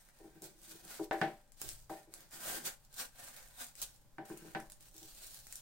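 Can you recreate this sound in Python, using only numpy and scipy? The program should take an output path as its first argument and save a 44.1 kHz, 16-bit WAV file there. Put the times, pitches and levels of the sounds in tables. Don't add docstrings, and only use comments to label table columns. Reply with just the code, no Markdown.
import sys
import numpy as np
from scipy import signal
from scipy.fft import rfft, irfft, next_fast_len
from scipy.io import wavfile
from scipy.ndimage import uniform_filter1d, map_coordinates

SR = 44100
rng = np.random.default_rng(int(sys.argv[2]) if len(sys.argv) > 2 else 0)


def master(y):
    cut = np.clip(np.atleast_2d(y).T, -1, 1)
    pcm = np.round(cut * 32767)
    wavfile.write(sys.argv[1], SR, pcm.astype(np.int16))


N = 247577

# (frequency [Hz], level [dB])
ROOM_TONE_EQ = [(12, -25), (20, 14), (77, -11), (130, -5.5), (446, -20.5), (590, -10.5), (698, -26),
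                (780, -13.5), (1190, -23), (1530, -22.5), (2390, -29.5), (8890, -29), (16000, -79)]
# (time [s], level [dB])
SWAY_RIDE = [(0, -83), (0.9, -66), (1.05, -63), (1.55, -81), (1.68, -49.5), (2.0, -71.5), (3.0, -63.5),
             (5.61, -62)]
# (frequency [Hz], level [dB])
RUMBLE_EQ = [(15, 14.5), (26, -16), (36, 16.5), (55, -21.5), (80, -3.5), (130, 2), (220, -22), (500, -24)]
# (time at full speed [s], attack [s], hold [s], release [s], hiss [dB], scrape [dB])
SLIDE_STROKES = [(0.01, 0.11, 0.087, 0.062, -71.5, -81.5), (0.254, 0.6, 0.19, 0.054, -71, -72),
                 (0.429, 0.018, 0.028, 0.13, -56.5, -64), (0.656, 0.12, 0.086, 0.15, -56.5, -65.5),
                 (0.908, 0.19, 0.052, 0.13, -53.5, -58), (1.033, 0.05, .006, 0.033, -57, -67),
                 (1.13, 0.033, 0.1, 0.33, -62.5, -62.5), (1.63, 0.075, .04, 0.21, -52, -62.5),
                 (1.896, 0.0041, 0.037, 0.2, -59.5, -60.5), (2.133, 0.037, 0.093, 0.13, -64, -67.5),
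                 (2.329, 0.038, 0.026, 0.093, -54, -59.5), (2.465, 0.14, .11, 0.081, -44.5, -48.5),
                 (2.658, 0.041, 0.022, 0.07, -41, -46.5), (2.809, 0.061, 0.026, 0.13, -73, -79),
                 (2.995, 0.064, 0.02, 0.076, -42.5, -49), (3.197, 0.11, 0.21, 0.23, -57, -60),
                 (3.596, 0.089, 0.029, 0.13, -50.5, -57.5), (3.783, 0.051, 0.055, 0.2, -55, -68.5),
                 (3.82, .008, 0.007, 0.036, -42.5, -59.5), (4.254, 0.011, 0.35, 0.22, -63.5, -65.5),
                 (4.807, 0.013, 0.072, 0.028, -64.5, -73), (4.977, 0.1, 0.083, 0.11, -61.5, -73),
                 (5.241, 0.42, 0.047, 0.47, -53.5, -69), (5.507, 0.12, 0.082, 0.13, -61, -72.5)]
# (frequency [Hz], level [dB])
HISS_EQ = [(800, -9.5), (2000, -11), (3500, 1), (6000, 1), (9300, 4), (10500, -3), (15500, 0)]
# (frequency [Hz], level [dB])
SCRAPE_EQ = [(90, -87), (230, -0.5), (380, -13), (560, 2), (720, 3), (1000, -1.5), (1500, -0.5),
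             (2300, -1.5), (4000, -13.5), (9000, -11)]
# (time [s], delay [ms], gain [ratio])
TABLE_REFLECTION = [(2.2, 0.5, 0), (2.45, 0.69, 0.13), (2.62, 0.59, 0.17), (2.7, .65, 0.086),
                    (3.15, 0.7, .2), (3.45, .72, 0.0056), (3.7, 0.84, 0.19), (3.9, 0.71, 0.15)]
# (time [s], level [dB], body [dB])
NAIL_TICKS = [(0.0881, -50, 22), (0.421, -37.5, -30), (0.4414, -40, -20), (1.1375, -57, -1),
              (1.5206, -47.5, -2.5), (1.6164, -26.5, 5.5), (1.6905, -29.5, -4), (2.139, -34, 11),
              (2.929, -51, -10), (2.9422, -42, -15), (3.754, -41, -7), (3.8172, -28.5, -15),
              (3.8268, -31, -1), (4.259, -51, -11), (4.3742, -42.5, -6), (4.6026, -40.5, 2),
              (4.6999, -42.5, 0), (4.7205, -37.5, -8), (4.808, -46.5, -10), (4.9805, -42, -12),
              (5.3453, -38, -1), (5.469, -41.5, 9.5), (5.5261, -31.5, -2.5), (5.5565, -32, -32)]
# (time [s], level [dB])
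FINGER_PATS = [(0.198, -57.5), (0.243, -57.5), (0.421, -54.5), (1.628, -58), (2.074, -63), (4.445, -55),
               (4.944, -66), (5.016, -62)]
# (time [s], level [dB], contact cut-off [Hz], cloth drum [dB],
# table thump [dB], frame ring [dB], hand damping [dB/s, none if negative])
FRAME_KNOCKS = [(0.994, -38, 1060, 8, -8.5, -4, 49), (1.1111, -29, 1930, 2, -13.5, 2, 23),
                (1.2144, -27.5, 2280, 0, -0.5, 3.5, 29), (1.897, -38, 1070, -3, -10.5, 0.5, -5),
                (4.183, -43.5, 1840, 3, 1, 6.5, 23), (4.301, -48, 1300, 11.5, 6.5, -1.5, 40),
                (4.549, -34, 2220, -2.5, 0, 1, 85), (4.600, -45.5, 1220, -9, -7, -11, -6)]
# (frequency [Hz], level [dB], t60 [s])
CANVAS_MODES = [(143, -13.5, 0.24), (164, 3, 0.073), (215.8, -10, 0.32), (319.9, -4, 0.26),
                (327.8, 0, 0.17), (349.7, -11.5, 0.29), (383, -12, .22), (416, -8, .26), (485, -16, .28),
                (597, -11, .45), (647, -11, .3), (780, -3, .28), (1523, -7, .17), (797, -45, 0.067),
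                (896, -35, 0.27), (982, -14.5, 0.28), (1566, 0, 0.039), (1744, -9.5, 0.22),
                (1842, -8, 0.037), (2250, -35, 0.48), (2680, -33, 0.41)]
# (frequency [Hz], level [dB])
CLATTER_EQ = [(70, -43), (140, 2), (255, -14), (330, -2.5), (520, -13), (800, -5.5), (1200, -17.5),
              (1700, -9), (2600, -13.5), (5000, -8), (16000, -14.5)]
# (frequency [Hz], t60 [s])
CLATTER_DECAY = [(150, 0.29), (700, 0.32), (1800, 0.31), (5000, 0.3)]
# (time at full speed [s], attack [s], hold [s], release [s], level [dB])
FINGER_RUBS = [(0.33, 0.093, 0.14, 0.3, -63.5), (0.72, 0.072, 0.022, 0.08, -57),
               (0.85, 0.13, 0.026, 0.086, -64.5), (2.17, .08, 0.073, 0.096, -73),
               (2.52, 0.3, .16, .04, -59), (4.39, 0.045, 0.11, 0.1, -58.5)]
# (time [s], pitch [Hz], level [dB])
TABLE_THUDS = [(1.215, 171, -27.5), (1.658, 58, -47), (1.682, 109, -48), (1.734, 117, -55),
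               (1.835, 60.3, -50)]
# (time [s], resonance [Hz], level [dB])
RIBBON_PULL = [(2.40, 700, -70), (2.47, 600, -56.5), (2.53, 487, -59), (2.58, 345, -42), (2.618, 253, -60),
               (2.64, 230, -81)]
# (frequency [Hz], t60 [s])
ROOM_DECAY = [(200, 0.17), (2000, 0.15), (8000, 0.18), (16000, 0.075)]
# (frequency [Hz], left-right correlation [ratio])
STEREO_LIKENESS = [(60, 0.69), (150, 0.86), (330, 0.82), (700, 0.92), (1400, 0.52), (2800, 0.16),
                   (7000, 0.024)]
# (frequency [Hz], left minus right [dB])
MIC_BALANCE = [(100, 0.5), (380, 2.5), (750, 2.5), (1400, 0.7), (4400, 0.6), (9000, 2), (11500, -5),
               (15000, -7)]

EDGE_DB, SAG_DB_PER_S = 25, 10.5
SNAGS_PER_S, SNAG_OVER_HISS_DB, SNAG_SCATTER_DB, SNAG_TOP_DB, SNAG_BODY_DB = 14, 17, 3.5, -42, -11
PAT_CONTACT_HZ, PAT_DRUM_DB, PAT_THUMP_DB, PAT_FRAME_DB, PAT_DAMPING_DB_PER_S = 990, 8.5, -0.5, -1, 4
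TOP_HZ = 16200


def amp(db):
    return 10 ** (np.asarray(db) / 20)


def unit(x):
    return x / np.sqrt(np.mean(x ** 2) + 1e-20)


def along(points, hz):
    f, v = np.transpose(points)
    return np.interp(np.log(hz + 1), np.log(f + 1), v)


def fader(rows):
    t = np.arange(N) / SR
    s, db = np.transpose(rows)
    outside = np.abs(t - np.clip(t, s[0], s[-1]))
    return amp(np.interp(t, s, db) - 500 * outside)


def wobble(rate):
    return map_coordinates(rng.standard_normal(int(N * rate / SR) + 4), [np.arange(N) * rate / SR])


def filtered(x, response):
    n = x.shape[-1]
    padded = next_fast_len(n + 8192)
    return irfft(rfft(x, padded) * response(np.fft.rfftfreq(padded, 1 / SR)), padded)[..., :n]


def spread(pair, eq):
    def mid_side(hz):
        width = np.arccos(np.clip(along(STEREO_LIKENESS, hz), -1, 1)) / 2
        return amp(along(eq, hz)) * [np.cos(width), np.sin(width)]
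    mid, side = filtered(pair, mid_side)
    return unit(np.array([mid + side, mid - side]))


def decaying(x, t60s):
    hz, t, spectrum = signal.stft(x, SR, nperseg=256)
    fade = amp(-60 * t / along(t60s, hz)[:, None])
    return signal.istft(spectrum * fade, SR, nperseg=256)[1][:, :x.shape[1]]


def add(track, s, sound):
    part = track[:, max(0, round(s * SR)):][:, :sound.shape[1]]
    part += sound[:, :part.shape[1]]


def in_room(x, wet_db):
    tail = decaying(rng.standard_normal((2, SR // 3)), ROOM_DECAY)
    tail = np.pad(tail / np.linalg.norm(tail[0]), ((0, 0), (SR // 400, 0)))
    reverb = signal.fftconvolve(x, tail, axes=1)[:, :x.shape[1]]
    return (x + amp(wet_db) * reverb) / np.hypot(1, amp(wet_db))


def room_bed():
    tone = amp(-67.5) * spread(rng.standard_normal((2, N)), ROOM_TONE_EQ)
    rumble = amp(-2.5) * fader(SWAY_RIDE) * spread(rng.standard_normal((2, N)), RUMBLE_EQ)
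    return tone + rumble


def gesture(rows):
    t, power = np.arange(N) / SR, np.zeros(N)
    for s, attack, hold, release, db in rows:
        edges = np.maximum(s - t, 0) / attack + np.maximum(t - s - hold, 0) / release
        sag_db = SAG_DB_PER_S * np.clip(t - s, 0, hold)
        power += amp(db - np.minimum(EDGE_DB * edges, 120) - sag_db) ** 2
    return np.sqrt(power)


def grains(per_second, size_db):
    caught = rng.random(N) < per_second / SR
    size = amp(size_db * np.minimum(rng.exponential(size=N), 4))
    return unit(caught * size * rng.standard_normal((2, N)))


def drifting(x, depth_db, patch_bins):
    spectrum = signal.stft(x, nperseg=1024)[2]
    patches = uniform_filter1d(rng.standard_normal(spectrum.shape[1:]), size=patch_bins, axis=0)
    drift = unit(uniform_filter1d(patches, size=12, axis=1))
    return unit(signal.istft(spectrum * amp(depth_db * drift), nperseg=1024)[1][:, :N])


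def through_canvas(x):
    def response(f):
        total = 0
        for hz, db, t60 in CANVAS_MODES:
            width = np.log(1000) / np.pi / t60
            total = total + amp(db) * 1j * f * width / (hz * hz - f * f + 1j * f * width)
        return total
    return unit(filtered(x, response))


def off_table(x):
    s, delay_ms, gain = np.transpose(TABLE_REFLECTION)
    n = np.arange(N)
    delayed = n - np.interp(n / SR, s, delay_ms) * SR / 1000
    strength = np.interp(n / SR, s, gain)
    reflection = np.array([map_coordinates(side, [delayed]) for side in x])
    return (x + strength * reflection) / np.hypot(1, strength)


def sliding(hiss_gain, scrape_gain):
    weave = unit(grains(per_second=6000, size_db=2) + 0.9 * rng.standard_normal((2, N)))
    swish = drifting(spread(weave, HISS_EQ), depth_db=1.3, patch_bins=16)
    flutter = amp(2.03 * wobble(70))
    hiss = amp(2.5) * hiss_gain * flutter * swish
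    slips = spread(grains(per_second=5400, size_db=2), SCRAPE_EQ)
    rasp = drifting(slips, depth_db=2, patch_bins=4)
    scrape = amp(1) * scrape_gain * flutter * (rasp + 0.26 * through_canvas(slips))
    return off_table(in_room(hiss, wet_db=-8) + in_room(scrape, wet_db=-2))


def snags(hiss_gain):
    position, size = rng.random((int(SNAGS_PER_S * N / SR), 2)).T
    hiss_db = 20 * np.log10(hiss_gain[(position * N).astype(int)] + 1e-6)
    levels = hiss_db + SNAG_OVER_HISS_DB + SNAG_SCATTER_DB * (2 * size - 1)
    return [(s, min(db, SNAG_TOP_DB), SNAG_BODY_DB) for s, db in zip(position * N / SR, levels)]


def ticks(hiss_gain):
    out, t = np.zeros((2, N)), np.arange(SR // 3) / SR
    fade = amp(-60 * t / 0.005)
    for s, db, body_db in NAIL_TICKS + snags(hiss_gain):
        body = [(300, body_db), (1000, body_db - 13), (1800, body_db + 8)]
        top = [(3200, 3), (8000, 13.5), (16000, 5.5)]
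        snap = spread(rng.standard_normal((2, len(t))), body + top) * fade
        snap *= np.linalg.norm(fade) / np.linalg.norm(snap[0] + snap[1])
        add(out, s, amp(db + 5) * in_room(snap, wet_db=-2))
    return out


def canvas_ring(t, spot_eq):
    hz, db, t60 = np.transpose(CANVAS_MODES)[:, :, None]
    strength = amp(db + along(spot_eq, hz) + rng.standard_normal(hz.shape))
    phase = 2 * np.pi * rng.random(hz.shape) + hz / 2100 * rng.standard_normal((2, *hz.shape))
    swell = 1 - np.exp(-t * hz / 5.56)
    return np.sum(strength * swell * amp(-60 * t / t60) * np.sin(2 * np.pi * hz * t + phase), axis=1)


def pats_and_knocks():
    out, t = np.zeros((2, N)), np.arange(SR // 2) / SR
    pat_voice = (PAT_CONTACT_HZ, PAT_DRUM_DB, PAT_THUMP_DB, PAT_FRAME_DB, PAT_DAMPING_DB_PER_S)
    pats = [(s, db, *pat_voice) for s, db in FINGER_PATS]
    wood_eq = [(100, -58), (250, -33), (700, -26), (1250, -17), (1750, -9.5), (2700, -21.5), (12000, 2.5)]
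    for s, db, contact_hz, drum_db, thump_db, frame_db, damping in FRAME_KNOCKS + pats:
        spot_eq = [(230, thump_db), (300, drum_db), (430, drum_db),
                   (600, 0.02), (780, frame_db), (950, 0.004)]
        ring = canvas_ring(t, spot_eq)
        dense = spread(rng.standard_normal((2, len(t))), CLATTER_EQ)
        dense = filtered(dense, lambda hz: amp(along(spot_eq, hz)))
        clatter = amp(2.5) * decaying(dense, CLATTER_DECAY)
        crack = amp(27 - 60 * t / 0.012) * spread(rng.standard_normal((2, len(t))), wood_eq)
        order = 5 if contact_hz < 1150 else 3
        contact = signal.butter(order, contact_hz, fs=SR, output="sos")
        hand_mute = amp(-max(damping, 0) * t)
        add(out, s, amp(db) * signal.sosfilt(contact, ring + clatter + crack) * hand_mute)
    return out


def cloth_drumming():
    rub_eq = [(130, -1), (350, 8.5), (800, 0), (2000, -15.5), (5000, -36)]
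    rub = spread(grains(per_second=320, size_db=-1), rub_eq)
    return amp(1.5) * gesture(FINGER_RUBS) * through_canvas(rub)


def table_thuds():
    out, t = np.zeros((2, N)), np.arange(SR // 3) / SR
    envelope = (1 - np.exp(-t / 0.0038)) * amp(-60 * t / 0.075)
    for s, hz, db in TABLE_THUDS:
        swing = np.sin(2 * np.pi * hz * t) * envelope
        add(out, s, amp(db) * np.array([swing, swing]))
    return out


def ribbon():
    s, pitch, db = np.transpose(RIBBON_PULL)
    slips = spread(grains(per_second=680, size_db=5.5), SCRAPE_EQ)
    hz, t, spectrum = signal.stft(slips, SR, nperseg=1024)
    centre = np.interp(t, s, pitch)
    band = 1 / (1 + ((hz[:, None] - centre) / (0.15 * centre)) ** 2) / np.sqrt(centre)
    rasp = signal.istft(spectrum * band, SR, nperseg=1024)[1][:, :N]
    return fader(np.transpose([s, db])) * unit(rasp)


def scene():
    hiss_gain = gesture([(*shape, hiss_db) for *shape, hiss_db, _ in SLIDE_STROKES])
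    scrape_gain = gesture([(*shape, scrape_db) for *shape, _, scrape_db in SLIDE_STROKES])
    impacts = pats_and_knocks() + table_thuds()
    friction = sliding(hiss_gain, scrape_gain) + ribbon() + cloth_drumming()
    return impacts + friction + room_bed() + ticks(hiss_gain)


def record(dry):
    def response(hz):
        lean_db = along(MIC_BALANCE, hz) / 2
        return amp([lean_db, -lean_db]) * (hz < TOP_HZ)
    return filtered(dry, response)


dry = scene()
out = record(dry)
master(out)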